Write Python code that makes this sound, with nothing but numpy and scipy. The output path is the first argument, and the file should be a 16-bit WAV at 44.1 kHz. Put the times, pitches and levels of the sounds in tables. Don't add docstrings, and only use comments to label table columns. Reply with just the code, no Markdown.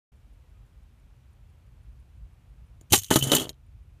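import sys
import numpy as np
from scipy import signal
from scipy.fft import rfft, irfft
from scipy.io import wavfile
from scipy.ndimage import uniform_filter1d

SR = 44100
rng = np.random.default_rng(int(sys.argv[2]) if len(sys.argv) > 2 else 0)


def store_pcm(level_fs):
    pcm = np.round(np.clip(level_fs, -1, 1) * 32767).astype(np.int16)
    wavfile.write(sys.argv[1], SR, np.atleast_2d(pcm).T)


def linear_from_db(decibels):
    return 10 ** (np.asarray(decibels, float) / 20)


N = 176400

LANDING_S = 3.105


def evened(x):
    return x / np.sqrt(np.mean(x ** 2) + 1e-20)


def peaked(x, size=200):
    return x / np.sqrt(uniform_filter1d(x ** 2, size).max() + 1e-20)


def line(points):
    s, value = np.transpose(points)
    return np.interp(np.arange(N) / SR, s, value)


def coloured(x, points):
    f, db = np.transpose(points)
    hz = np.fft.rfftfreq(len(x), 1 / SR)
    gain = linear_from_db(np.interp(np.log(hz + 1), np.log(f + 1), db, -99, -99))
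    return irfft(rfft(x) * gain, len(x))


def add(mix, s, sound):
    part = mix[round(s * SR):][:len(sound)]
    part += sound[:len(part)]


def ring(drive, modes, t60):
    uneven_db = 3
    out = np.zeros(len(drive))
    luck = rng.standard_normal((len(modes), 2)).clip(-2, 2)
    radius = 10 ** (-3 / (max(t60, .004) * SR))
    for (hz, db), (louder, sharper) in zip(modes, luck):
        w = 2 * np.pi * hz * (1 + sharper / 100) / SR
        mode = signal.lfilter([1, 0, -1], [1, -2 * radius * np.cos(w), radius * radius], drive)
        out += linear_from_db(db + uneven_db * louder) * mode
    return out


def burst(t60, length=.25):
    grain_db, rise_share = 3, 0.026
    strike_db, strike_s = 5, .0008
    t = np.arange(0, length, 1 / SR)
    bumps = np.repeat(rng.exponential(1, len(t) // 20 + 1), 20)[:len(t)]
    grains = linear_from_db(grain_db * bumps.clip(0, 3))
    rise = np.minimum(t / (rise_share * t60), 1)
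    shape = linear_from_db(-60 * t / max(t60, .003) + strike_db * np.exp(-t / strike_s))
    return rise * shape * grains * rng.standard_normal(len(t))


# (frequency [Hz], level per Hz [dB])
RUMBLE_SPECTRUM = [(22, -42), (32, -17.5), (45, 0), (58, 0.5), (100, -8), (130, -11), (165, -23),
                   (300, -46)]
# (time [s], level [dB])
RUMBLE_LEVEL = [(.15, -53.5), (.55, -50.5), (.9, -54.5), (1.3, -51), (1.7, -48), (2.05, -48), (2.3, -49.5),
                (2.7, -49), (3.1, -49.5), (3.75, -47.5), (4, -49.5)]


def rumble():
    lump_db = 1.5
    lumps = evened(coloured(rng.standard_normal(N), [(2.5, 8.5), (8, -4), (20, -24)]))
    traffic = evened(coloured(rng.standard_normal(N), RUMBLE_SPECTRUM))
    return linear_from_db(line(RUMBLE_LEVEL) + lump_db * lumps) * traffic


# (frequency [Hz], level per Hz [dB])
HISS_SPECTRUM = [(88, -29.5), (150, -2), (393, -14), (1230, -19.5), (2040, -23.5), (2390, -21.5),
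                 (4750, -31), (13500, -35.5), (16400, -45)]


def hiss():
    return linear_from_db(-66.5) * evened(coloured(rng.standard_normal(N), HISS_SPECTRUM))


# (time [s], length [s], pitch [Hz], level [dB])
SQUEAKS = [
    (.535, .06, 1250, -75),
    (.61, .035, 1260, -78),
    (.43, .05, 500, -72),
    (.89, .05, 230, -66),
]


def squeaks():
    out = np.zeros(N)
    for s, length, hz, db in SQUEAKS:
        t = np.arange(0, length, 1 / SR)
        swell = np.sqrt(np.sin(np.pi * t / length))
        add(out, s, linear_from_db(db) * swell * np.sin(2 * np.pi * hz * t))
    return out


# (frequency [Hz], level [dB])
WATCH_MODES = [(9300, 0), (10300, -7), (7200, -9)]


def watch():
    first_s, ticks_per_s = .164, 6
    tick_db, tock_db = -78.5, -76
    out = np.zeros(N)
    for k in range(24):
        db = (tock_db if k % 2 else tick_db) + rng.uniform(-2, 2)
        tap = burst(0.032, length=.06)
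        add(out, first_s + k / ticks_per_s, linear_from_db(db) * peaked(ring(tap, WATCH_MODES, 0.021)))
    return out


# (time [s], pitch [Hz], level [dB])
SPRING = [
    [(2.932, 2992, -26), (2.945, 2990, -25), (2.97, 3000, -38), (3.0, 3030, -45), (3.015, 3070, -66)],
    [(3.111, 2998, -27), (3.13, 3000, -31), (3.15, 2990, -37), (3.168, 2985, -30), (3.182, 2980, -31),
     (3.19, 3010, -44), (3.21, 3030, -40), (3.224, 3020, -40)],
    [(3.225, 3040, -18), (3.231, 3043, -21), (3.238, 3030, -35), (3.257, 3030, -42), (3.275, 3000, -36),
     (3.297, 3040, -39.5), (3.302, 3060, -33), (3.318, 3100, -37)],
    [(3.365, 3010, -20), (3.372, 3010, -16), (3.385, 3000, -29), (3.4, 2990, -34.5), (3.42, 2980, -48),
     (3.46, 2977, -56)],
]


def spring():
    width_hz, fuzz = 40, .2
    t, out = np.arange(N) / SR, np.zeros(N)
    size = max(int(SR / width_hz), 2)
    noises = rng.standard_normal((2, N))
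    a, b = (evened(uniform_filter1d(uniform_filter1d(v, size), size)) for v in noises)
    waver = 1 + fuzz * (a + 1j * b)
    for rows in SPRING:
        s, hz, db = np.transpose(rows)
        turn = np.exp(2j * np.pi * np.cumsum(np.interp(t, s, hz)) / SR)
        gate = np.clip((t - s[0]) / 0.0013, 0, 1) * np.clip((s[-1] - t) / .004 + 1, 0, 1)
        out += np.sqrt(2) * gate * linear_from_db(np.interp(t, s, db)) * (turn * waver).real
    return out


# (time [s], peak level [dB], chatter t60 [s])
STAPLE_HITS = [(2.9307, -14, 0.016), (2.9344, -8.5, 0.024), (2.9414, -13, 0.018), (2.9544, -23, 0.018),
               (2.9764, -34, 0.018), (3.0185, -43, 0.018), (3.0335, -37, 0.018), (3.0435, -32, 0.018),
               (3.0624, -49, 0.018), (3.1054, -26, 0.015), (3.1134, -25, 0.02), (3.1373, -19, 0.021),
               (3.1572, -13, 0.018), (3.1872, -32, 0.018), (3.3174, -7.5, 0.015), (3.3284, -24, 0.018),
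               (3.3393, -18.5, 0.018), (3.3482, -21, 0.017), (3.3643, -18.5, 0.021), (3.3964, -26.5, 0.018),
               (3.4154, -34, 0.018), (3.4304, -33, 0.018), (3.4444, -40, 0.018), (3.4554, -43, 0.018),
               (3.4925, -26.5, 0.017), (3.5299, -55, 0.018), (3.5414, -63, 0.018)]
# (frequency [Hz], level [dB])
STAPLE = [(3550, -4.5), (3800, -1), (4040, 1), (4450, -9)]


def staple_ticks():
    out = np.zeros(N)
    for s, db, t60 in STAPLE_HITS:
        tick = ring(burst(t60, length=.1), STAPLE, .015)
        add(out, s, linear_from_db(db - 2.5) * peaked(tick, size=60))
    return out


# (time [s], level [dB])
SHIVER = [
    [(2.905, -54.5), (2.95, -34.5), (3.0, -52.5), (3.1, -57)],
    [(3.105, -25.5), (3.15, -34.5), (3.222, -52), (3.24, -43), (3.315, -38.5)],
    [(3.318, -23.5), (3.38, -36.5), (3.43, -41), (3.46, -57.5), (3.492, -64)],
]
# (frequency [Hz], level [dB])
WIRE = [(6130, -3), (6520, 0), (6900, -1), (7380, 1), (8190, -5), (8800, -5), (9470, -5), (10550, -6),
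        (11000, -7), (11850, -5), (12500, -7), (13250, -6), (13900, -8), (14800, -9)]
# (frequency [Hz], level [dB])
BOARD = [(2740, -7.5), (2980, -3), (3090, -5.5), (3230, -3.5)]
# (frequency [Hz], level [dB])
CLACK = [(740, 5), (860, 9), (1040, 4), (1230, 9.5), (1480, 6.5), (1760, 7), (2100, -11)]
# (frequency [Hz], level [dB])
KNOCK = [(195, 1.5), (255, 2.5), (310, 5.5), (400, 1.5), (480, -1.5), (550, -5.5), (620, -4.5)]
# (frequency [Hz], level per Hz [dB])
CRACK = [(500, -69.5), (2300, -17), (3300, -11), (4300, -10), (5200, -8.5), (6900, -4), (13500, -8.5),
         (21000, -40.5)]
WIRE_T60_S, BOARD_T60_S, STAPLE_T60_S = 0.037, 0.045, 0.029
KNOCK_T60_S, BOOM_T60_S, CLACK_T60_S = .06, 0.13, 0.018


def shiver():
    clicks_per_s, flurry_db = 2800, 2.5
    t = np.arange(N) / SR
    clicks = (rng.random(N) < clicks_per_s / SR) * rng.choice([-1, 1], N)
    clicks = clicks * linear_from_db(3.5 * rng.exponential(1, N).clip(0, 3))
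    flurries = evened(uniform_filter1d(rng.standard_normal(N), size=150)).clip(-2, 2)
    clicks = clicks * linear_from_db(flurry_db * flurries)
    level = sum(linear_from_db(line(c)) * (t > c[0][0]) * (t < c[-1][0]) for c in SHIVER)
    wires = evened(ring(clicks, WIRE, WIRE_T60_S / 2))
    cracks = evened(coloured(clicks, CRACK))
    board = linear_from_db(2) * evened(ring(clicks, BOARD, STAPLE_T60_S))
    base = linear_from_db(-5.5) * evened(ring(clicks, CLACK, CLACK_T60_S))
    dashboard = linear_from_db(8) * evened(ring(clicks, KNOCK, KNOCK_T60_S))
    return level * (wires + cracks + board + (base + dashboard) * (t > LANDING_S))


# (time [s], wire level [dB], board level [dB], chatter t60 [s])
SNAP = [(2.8105, -57.5, -71, 0.019), (2.8995, -59, -66, .05), (2.906, -52, -62.5, 0.049),
        (2.9212, -17, -30, 0.1), (2.929, -12, -12.5, 0.056), (2.9345, -18, -9, 0.036),
        (2.9427, -18.5, -26.5, 0.052), (2.954, -18, -34.5, 0.018), (2.9578, -19, -20.5, 0.043),
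        (2.9755, -25, -42, 0.043), (2.9858, -26.5, -56, .04), (2.9962, -38, -38, 0.023),
        (3.0168, -41, -65, .05), (3.034, -35, -45, 0.014), (3.0435, -36.5, -53, 0.033),
        (3.0635, -47, -49.5, 0.018), (3.0827, -51, -52.5, 0.018)]
# (time [s], wire level [dB], board level [dB], chatter t60 [s])
TUMBLE = [(3.106, -42.5, -35, 0.016), (3.109, -24.5, -44, 0.037), (3.1132, -33.5, -25, 0.024),
          (3.124, -27.5, -31, 0.05), (3.137, -25.5, -31, 0.076), (3.1576, -17.5, -21, 0.046),
          (3.1606, -26.5, -35, 0.075), (3.187, -28, -40.5, 0.079), (3.2107, -54, -28, 0.013),
          (3.224, -28.5, -23, 0.062), (3.2376, -26, -33, 0.04), (3.246, -36, -39.5, 0.016),
          (3.2715, -32.5, -36, 0.039), (3.2985, -48, -31.5, 0.028), (3.3177, -21, -17.5, 0.006),
          (3.321, -34, -33, 0.056), (3.333, -31.5, -17, 0.076), (3.350, -14.5, -27, 0.02),
          (3.365, -23, -20.5, 0.049), (3.3831, -34, -25.5, 0.03), (3.3968, -35, -27, 0.046),
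          (3.416, -39, -30.5, 0.036), (3.4445, -68, -36, 0.013), (3.4556, -67, -38, 0.014),
          (3.4923, -37.5, -39, 0.015), (3.499, -50, -47, .02), (3.5306, -80, -67.5, 0.0071),
          (3.5418, -77, -69, .008)]


def contacts():
    crack_db, staple_db = 2, -13.5
    out = np.zeros(N)
    for s, wire_db, board_db, t60 in SNAP + TUMBLE:
        drive = burst(t60)
        fade = np.linspace(1, -1, len(drive)).clip(0)
        wire = peaked(ring(drive, WIRE, WIRE_T60_S))
        wire += linear_from_db(crack_db) * fade * peaked(coloured(np.roll(drive, 20), CRACK))
        wire += linear_from_db(staple_db) * peaked(ring(drive, STAPLE, STAPLE_T60_S))
        board = peaked(ring(burst(t60 / 2), BOARD, BOARD_T60_S))
        add(out, s, linear_from_db(wire_db) * wire + linear_from_db(board_db) * board)
    return out


# (time [s], knock level [dB], boom level [dB], clack level [dB])
BLOWS = [(2.811, -47.5, -48.5, -87), (2.908, -50, -36.5, -53.5), (2.919, -22, -17, -35),
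         (2.9282, -18, -35, -11), (2.934, -11, -33.5, -4.5), (2.974, -42.5, -27.5, -32),
         (3.014, -70, -42, -55), (3.096, -56, -36.5, -49.5), (3.109, -3, -23, -10), (3.12, -12, -24.5, -22),
         (3.1568, -0.5, -17, -10.5), (3.172, -19, -27.5, -44), (3.209, -48, -27, -52),
         (3.223, -22.5, -22, -43.5), (3.239, -31.5, -28.5, -54.5), (3.268, -23.5, -22.5, -68),
         (3.286, -26, -48.5, -50), (3.3155, -14.5, -42.5, -17.5), (3.332, -8.5, -38, -46.5),
         (3.345, -16.5, -25, -31), (3.365, -24, -50, -23), (3.414, -26, -33.5, -54),
         (3.45, -27.5, -50, -46), (3.468, -28.5, -50, -51), (3.49, -32.5, -44, -52),
         (3.503, -36.5, -50, -62)]
# (frequency [Hz], level [dB])
BOOM = [
    [(100, 16)],
    [(118, -5), (134, 6)],
]
# (frequency [Hz], level [dB])
SLAM = [(400, 3.5), (780, 6.5), (1130, 6), (1450, 2.5), (1830, 5.5), (2150, 2), (2420, 0)]


def blows():
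    push_s, boom_push_s, lag_s = .0008, .004, .0025
    scuff_db = -6
    out = np.zeros(N)
    for s, knock_db, boom_db, clack_db in BLOWS:
        scuff = peaked(burst(0.06, length=.4))
        t = np.arange(len(scuff)) / SR
        short_push = peaked(np.sin(np.pi * np.minimum(t / push_s, 1)) ** 2)
        slow_push = peaked(np.sin(np.pi * np.minimum(t / boom_push_s, 1)) ** 2)
        push = short_push + linear_from_db(scuff_db) * scuff
        landed = s > LANDING_S
        knock = ring(push, KNOCK, KNOCK_T60_S)
        boom = ring(slow_push, BOOM[int(landed)], BOOM_T60_S)
        clack = ring(scuff + push, CLACK if landed else SLAM, CLACK_T60_S)
        add(out, s + lag_s, linear_from_db(knock_db - 5.5) * peaked(knock, size=400))
        add(out, s + lag_s - boom_push_s / 2, linear_from_db(boom_db) * peaked(boom, size=400))
        add(out, s + lag_s, linear_from_db(clack_db - 4.5) * peaked(clack, size=400))
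    return out


def cabin(x):
    cabin_db, t60_s = -18, .055
    t = np.arange(SR // 4) / SR
    tail = rng.standard_normal(len(t)) * linear_from_db(-60 * t / t60_s) * (t > .002)
    return linear_from_db(cabin_db) * signal.fftconvolve(x, tail / np.linalg.norm(tail))[:N]


def scene():
    background = rumble() + hiss() + squeaks() + watch()
    trap = shiver() + contacts() + blows()
    return (background + spring() + staple_ticks() + trap + cabin(trap))[None]


def top_cut(x):
    return signal.sosfilt(signal.butter(12, 16530, fs=SR, output="sos"), x)


def record(dry):
    start_s, edge_hz = .118, 15400
    duck_from_db, duck_share, recover_db_per_s = -31.5, .15, 26
    t = np.arange(N) / SR
    power_db = 10 * np.log10(abs(uniform_filter1d(dry[0] ** 2, 400)) + 1e-12)
    recovery_db = t * recover_db_per_s
    held_db = np.maximum.accumulate(power_db + recovery_db) - recovery_db
    duck = linear_from_db(duck_share * np.maximum(held_db - duck_from_db, 0))
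    gain = np.clip((t - start_s) / 0.0036, 0, 1) / duck
    rounded = 0.75 * np.tanh(dry * gain / 0.87)
    edge = signal.firwin(161, edge_hz, window=("kaiser", 2.5), fs=SR)
    dull = signal.oaconvolve(rounded, edge[None], "same")
    return top_cut(dull)


dry = scene()
out = record(dry)
store_pcm(out)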